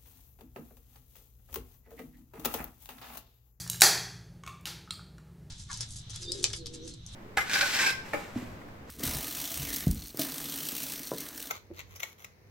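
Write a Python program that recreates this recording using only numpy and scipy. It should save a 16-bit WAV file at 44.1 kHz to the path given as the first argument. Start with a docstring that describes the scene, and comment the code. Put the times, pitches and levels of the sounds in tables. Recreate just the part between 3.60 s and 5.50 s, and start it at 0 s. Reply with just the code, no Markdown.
"""A faint breath of gas and sharp ticks sound over a low appliance hum as a drink can's tab is lifted.
The seal bursts with a pop and a hiss, the flap creaks down and snaps in, and the tab clicks back.
Each impulse excites damped normal modes of the aluminium can; the gas is a filtered pulse and noise.
The quiet, hard-walled room prolongs these sounds by reverberation. Both channels are the same."""
import sys
import numpy as np
from scipy import signal
from scipy.fft import rfft, irfft
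from scipy.io import wavfile
from scipy.ndimage import uniform_filter1d

SR = 44100
rng = np.random.default_rng(int(sys.argv[2]) if len(sys.argv) > 2 else 0)


def unload_wav(signal):
    """Save mono or channel-first audio to the path in sys.argv[1] as 16-bit WAV at rate SR, clipped to [-1, 1]."""
    wavfile.write(
        sys.argv[1],
        SR,
        np.round(np.clip(np.atleast_2d(signal).T, -1, 1) * 32767).astype(np.int16),
    )


N = 83790
LEAD_S = .1  # sound may begin this long before time zero
T = np.arange(N + int(LEAD_S * SR)) / SR

# Room rumble spectrum: frequency_hz, relative_db
RUMBLE_SPECTRUM = [(15, -51.5), (25, -15.5), (35, -14.5), (48, -7.5), (140, -4.5), (169, -2), (188, -14.5),
                   (209, -15), (267, -22), (340, -19), (421, -19), (457, -26), (648, -27.5), (703, -33),
                   (848, -27.5), (997, -36), (1270, -34.5), (1380, -35.5), (1800, -36.5), (2630, -41.5),
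                   (15500, -49)]
# Appliance hum partials: pitch_hz, start_db, middle_db, end_db
HUM_PARTIALS = [(61.8, -62, -67, -58.5), (119.4, -47, -57, -69), (175, -49, -60, -61.5)]

# Impulses on the can: start_s, level_db, tilt_db_per_octave
SEAL_TEARS = [(-.03, -23.5, 3.5), (0.219, -2, 0)]  # the seal gives a little, then tears open
LID_TICKS = [(.0645, -43, -16), (.0762, -35, -2), (.0989, -19.5, 2.5), (.1318, -34.5, -6),
             (.1443, -35, -13.5), (.1588, -38.5, 3), (.2022, -32, -4), (.2087, -14.5, 1.5), (.2179, -13, 3),
             (1.0101, -55, 10), (1.3355, -48, 9), (1.5818, -52.5, -8)]
FLAP_CREAKS = [(.8359, -42, -1), (.8639, -41, 3.5), (.8760, -36.5, 2.5)]
FLAP_PUSHES = [(.8645, -43, 5)]  # the bending flap sets the can ringing
FLAP_SNAPS = [(1.0555, -23.5, 4)]
CAN_KNOCKS = [(1.2748, -47, -5), (1.3932, -46, -3), (1.5820, -53.5, 5), (1.6660, -57, 0)]
TAB_CLICKS = [(1.3074, -23.5, 5)]

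# Normal modes: pitch_hz, relative_db, t60_s
BURST_MODES = [(450, -15, .012), (720, -11.5, .014), (1350, -9.5, 0.0086), (1610, -0.5, 0.018),
               (1950, -3.5, .01), (2300, -1, .011), (3900, 3.5, .014), (4380, -1.5, .014), (4950, -5, .014),
               (5700, -1, .012), (6450, -1, .014), (7850, -0.5, .012), (9830, 0, .012), (10520, -1.5, .012),
               (12120, 1, .012), (13800, -7.5, .01)]
SHELL_MODES = [(801.7, -3, .3), (1626, -16.5, 1), (1820, -7.5, .5), (2605, -9.5, .5), (4022, -1.5, .5),
               (4147, -2, .55), (4453, -14.5, 1), (4608, -2, .5), (4735, -2, 0.16), (5911, -1, .4),
               (6230, -15.5, 0.99), (6290, -3, .5), (7835, 6.5, .35), (9640, 3.5, 0.23)]  # long ring of the can after the pop
CLOSED_LID_MODES = [(820, -28.5, 0.004), (1630, -17, 0.017), (2900, -12.5, 0.027), (3960, -5.5, 0.016),
                    (5600, -5.5, .014), (6600, -3, .012), (7250, -1, 0.014), (7600, -4.5, .014),
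                    (8640, -4, 0.019), (9765, -2.5, .014), (11970, -4.5, 0.011), (14900, -9.5, .014),
                    (14700, -9.5, .01)]
FLAP_MODES = [(1085, 3, 0.035), (1243, -1, 0.041), (1490, -1.5, .016), (2205, -5, 0.053), (2570, -5, .012),
              (3390, -5, 0.019), (3960, -12.5, 0.019), (5400, -15.5, 0.02), (6570, -8, 0.0071),
              (6970, -11, 0.016), (8800, -17.5, 0.013), (9800, -20.5, 0.012), (14400, -26, .007)]  # the flap and the air under it
CAN_MODES = [(1083, -5, 0.18), (1170, -5, 0.16), (1215, -0.5, 0.059)]
SNAP_MODES = [(3020, 1, 0.013), (3800, 0.5, 0.0064), (6600, -15, .007), (6750, -16, 0.018),
              (10000, -11, 0.0068), (11960, -6.5, .004)]
HOLLOW_MODES = [(1250, -3, 0.048), (1370, 1.5, 0.032), (1510, -7, 0.035)]
OPEN_LID_MODES = [(1345, 1, 0.022), (2180, -8, 0.022), (2720, -9, 0.036), (3270, -9, 0.043),
                  (3880, 7.5, 0.0091), (4210, -7.5, 0.069), (4730, -11, 0.0096), (5320, -10, 0.02),
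                  (7240, -14, 0.038), (7800, -14, 0.02), (8500, -13, 0.012), (9300, -14, 0.02),
                  (11800, -24, .012)]

# Spectra of the escaping gas: frequency_hz, relative_db
PUFF_SPECTRUM = [(88, -35), (150, -7.5), (225, -23), (359, -8.5), (445, -8), (500, -17), (781, -3),
                 (1000, -13.5), (1910, -3.5), (2140, -12), (2500, -7), (2980, -23), (3280, -8),
                 (3760, -13.5), (4480, 0.5), (5440, -7), (5870, -2.5), (7710, -7), (8830, -12.5),
                 (9540, -6), (10700, -10), (14300, -14.5), (15500, -17.5)]
HISS_SPECTRUM = [(290, -42), (500, -16.5), (769, -10.5), (1430, -10.5), (1800, -5), (2970, -19),
                 (3280, -2.5), (3850, -11), (4570, -7.5), (6000, -7), (8720, -18.5), (9790, -14),
                 (15500, -30.5)]
# Spectra radiated toward the walls: frequency_hz, relative_db
SNAP_WALL_SPECTRUM = [(180, -21), (300, -11), (348, 3.5), (366, -32), (446, -7), (652, -14), (835, -5),
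                      (1140, -12.5), (1330, -4), (1870, -6.5), (4280, -1), (6250, -4.5), (8010, -10),
                      (11100, -8.5), (15500, -15.5)]
CLICK_WALL_SPECTRUM = [(530, -52), (900, -9), (1000, -22), (1240, 2), (1560, -16.5), (2510, -5.5),
                       (3030, -11), (3260, 3), (3580, -2.5), (4330, 7), (6050, -15), (7500, -6), (9070, -4),
                       (10100, -15), (15500, -24)]
# Reverberation time by band: centre_hz, t60_s
ROOM_T60 = [(200, 0.73), (600, 0.55), (1500, 0.61), (4500, 0.54), (7500, .44), (10000, 0.38), (15000, 0.37)]


def amp(db):
    """Amplitude grows tenfold every 20 decibels."""
    return 10 ** (np.asarray(db) / 20)


def unit_rms(x):
    """Normalisation to unit mean power."""
    return x / np.sqrt(np.mean(x ** 2))


def curve_at(points, hz):
    """Interpolation of (frequency, value) points on a logarithmic frequency axis."""
    points = np.array(points)
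    return np.interp(np.log(hz + 1e-6), np.log(points[:, 0]), points[:, 1])


def tilt(hz, db_per_octave):
    """Spectral slope: the level change in decibels about a 5 kHz pivot."""
    return db_per_octave * np.log2(hz / 5000)


def colour(x, spectrum):
    """Minimum-phase filtering imposes a spectrum with a causal response of unit energy."""
    size = 2 * len(T)
    gain = unit_rms(amp(curve_at(spectrum, np.fft.rfftfreq(size, 1 / SR))))
    cepstrum = irfft(np.log(gain))
    cepstrum[1:size // 2] *= 2
    cepstrum[size // 2 + 1:] = 0
    return irfft(rfft(x, size) * np.exp(rfft(cepstrum)))[:len(T)]


def place(start_s, x):
    """A pure delay sets a sound at its start time."""
    silence = np.zeros(max(int((start_s + LEAD_S) * SR), 0))
    return np.concatenate([silence, x, np.zeros(len(T))])[:len(T)]


def noise():
    """White noise has equal mean power at all frequencies."""
    return rng.standard_normal(len(T))


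def drift(rate_hz):
    """A moving average turns random steps into a slow fluctuation of spread near 1."""
    hold = int(SR / rate_hz)
    steps = np.repeat(rng.standard_normal(len(T) // hold + 1), hold)
    return 1.5 * uniform_filter1d(steps, 2 * hold)[:len(T)]


def strike(impulses, modes, crack_db, crack_s, attack_s, wall_ring_db=-np.inf, wall_crack_db=-np.inf):
    """Modal superposition: impulses excite damped sines and a noise crack. Gives (direct, to walls)."""
    hz, mode_db, t60 = np.array(modes).T[:, :, None]
    t = T[:SR * 3 // 4]
    bins_hz = np.fft.rfftfreq(len(t), 1 / SR) + 1
    passband = 1 / np.sqrt((1 + (hz.min() / bins_hz) ** 6) * (1 + (bins_hz / hz.max()) ** 6))
    decay = np.exp(-np.log(1000) * t / t60)
    direct = to_walls = 0
    for start_s, level_db, slope in impulses:
        gain = amp(mode_db + tilt(hz, slope))
        phase = 2 * np.pi * (hz * t + rng.random(hz.shape))
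        ring = (gain * np.sin(phase) * decay).sum(0) / np.sqrt((gain ** 2).sum() / 2)
        outline = passband * np.interp(bins_hz, hz[:, 0], gain[:, 0])
        band_noise = irfft(rfft(rng.standard_normal(len(t))) * outline, len(t))
        crack = unit_rms(band_noise) * np.exp(-t / crack_s)
        onset = amp(level_db) * (1 - np.exp(-t / attack_s))
        direct += place(start_s, onset * (ring + amp(crack_db) * crack))
        to_walls += place(start_s, onset * (amp(wall_ring_db) * ring + amp(wall_crack_db) * crack))
    return np.array([direct, to_walls])


def wall_pulse(start_s, spectrum, level_db):
    """Directivity: a pulse radiated away from the listener reaches only the walls."""
    return np.array([np.zeros(len(T)), amp(level_db) * colour(place(start_s, [1.]), spectrum)])


def room_rumble():
    """Stationary noise with its power concentrated in the bass."""
    return amp(-51.9) * colour(noise(), RUMBLE_SPECTRUM)


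def appliance_hum():
    """Slow amplitude and frequency modulation makes three low partials waver."""
    hum = 0
    for hz, *levels_db in HUM_PARTIALS:
        level_db = np.interp(T, np.linspace(0, T[-1], len(levels_db)), levels_db) + 1.2 * drift(3)
        pitch_hz = hz * (1 + 0.0066 * drift(7))
        hum += np.sqrt(2) * amp(level_db) * np.sin(2 * np.pi * np.cumsum(pitch_hz) / SR)
    return hum


def escaping_gas():
    """Pressure release: each tear emits a puff, which excites the room, and a decaying hiss."""
    hiss_decay_s = 0.095
    direct = to_walls = 0
    for start_s, level_db, slope in SEAL_TEARS:
        spectrum = [(hz, db + tilt(hz, slope)) for hz, db in PUFF_SPECTRUM]
        puff = colour(place(start_s, [1.]), spectrum)
        hiss = colour(place(start_s, noise() * np.exp(-T / hiss_decay_s)), HISS_SPECTRUM)
        direct += amp(level_db) * (amp(5) * puff + amp(-25.5) * hiss)
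        to_walls += amp(level_db + 18.5) * puff
    return np.array([direct, to_walls])


def bursting_seal():
    """Rupture excites heavily damped lid modes, the pop, and lightly damped shell modes, the ring."""
    pop = strike(SEAL_TEARS, BURST_MODES, crack_db=-10.5, crack_s=.0012, attack_s=.00023)
    ring = strike(SEAL_TEARS, SHELL_MODES, crack_db=-28.5, crack_s=.003, attack_s=.016)
    return amp(1.5) * pop + amp(-22.5) * ring


def ticking_lid():
    """Strain under the tab is released in impulses that briefly excite the lid's modes."""
    return strike(LID_TICKS, CLOSED_LID_MODES, crack_db=-5, crack_s=.0027, attack_s=.0001,
                  wall_ring_db=-5, wall_crack_db=-6)


def creaking_flap():
    """Mechanical coupling: the flap bends in three creaks and sets the can ringing."""
    creaks = strike(FLAP_CREAKS, FLAP_MODES, crack_db=-1, crack_s=.003, attack_s=.0001,
                    wall_ring_db=-6, wall_crack_db=-2.5)
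    ring = strike(FLAP_PUSHES, CAN_MODES, crack_db=-20, crack_s=.002, attack_s=.006,
                  wall_ring_db=3.5, wall_crack_db=-20)
    return creaks + ring


def snapping_flap():
    """The flap snaps in, and the abrupt impulse excites high, quickly damped modes."""
    snap = strike(FLAP_SNAPS, SNAP_MODES, crack_db=-22, crack_s=.00086, attack_s=.00021)
    return snap + wall_pulse(FLAP_SNAPS[0][0], SNAP_WALL_SPECTRUM, level_db=-6)


def knocking_can():
    """Resonance of the hollow can gives soft knocks their pitch."""
    return strike(CAN_KNOCKS, HOLLOW_MODES, crack_db=-2.5, crack_s=.0032, attack_s=.00099,
                  wall_ring_db=-20, wall_crack_db=-3.5)


def clicking_tab():
    """Elastic recoil: the tab springs back and excites the modes of the open lid."""
    click = strike(TAB_CLICKS, OPEN_LID_MODES, crack_db=-14, crack_s=.003, attack_s=.00013)
    return click + wall_pulse(TAB_CLICKS[0][0], CLICK_WALL_SPECTRUM, level_db=-13)


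def reverberation(x):
    """Convolution with weak table scatter, strong wall echoes and a tail whose treble dies first."""
    first_echo_s, early_decay_s = 0.014, 0.015
    scatter_db, early_db = -2, 3
    hz = np.fft.rfftfreq(len(T), 1 / SR)
    noise_spectrum = rfft(noise())
    response = 0
    for band_hz, t60 in ROOM_T60:
        band = curve_at([(centre_hz, float(centre_hz == band_hz)) for centre_hz, _ in ROOM_T60], hz)
        response += irfft(noise_spectrum * band, len(T)) * np.exp(-np.log(1000) * T / t60)
    early_gain = 1 + (amp(early_db) - 1) * np.exp(-np.abs(T - first_echo_s) / early_decay_s)
    response *= np.where(T < first_echo_s, amp(scatter_db), early_gain)
    return signal.fftconvolve(x, response / np.sqrt(np.sum(response ** 2)))[:len(T)]


def scene():
    """Superposition of the background, the direct sound and the reverberant field."""
    opening = ticking_lid() + bursting_seal() + escaping_gas()
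    direct, to_walls = opening + creaking_flap() + snapping_flap() + clicking_tab() + knocking_can()
    mono = (direct + reverberation(to_walls) + appliance_hum() + room_rumble())[-N:]
    return np.array([mono, mono])


def record(dry):
    """Band limiting and saturation: the deepest bass is cut, the pop clips, and the top is cut."""
    low_cut_hz, high_cut_hz = 42, 15650
    highpass = signal.butter(4, low_cut_hz, "high", fs=SR, output="sos")
    lowpass = signal.ellip(10, .2, 70, high_cut_hz, fs=SR, output="sos")
    clipped = np.clip(signal.sosfilt(highpass, dry), -1, 1)
    return signal.sosfilt(lowpass, clipped)


dry = scene()
out = record(dry)
unload_wav(out)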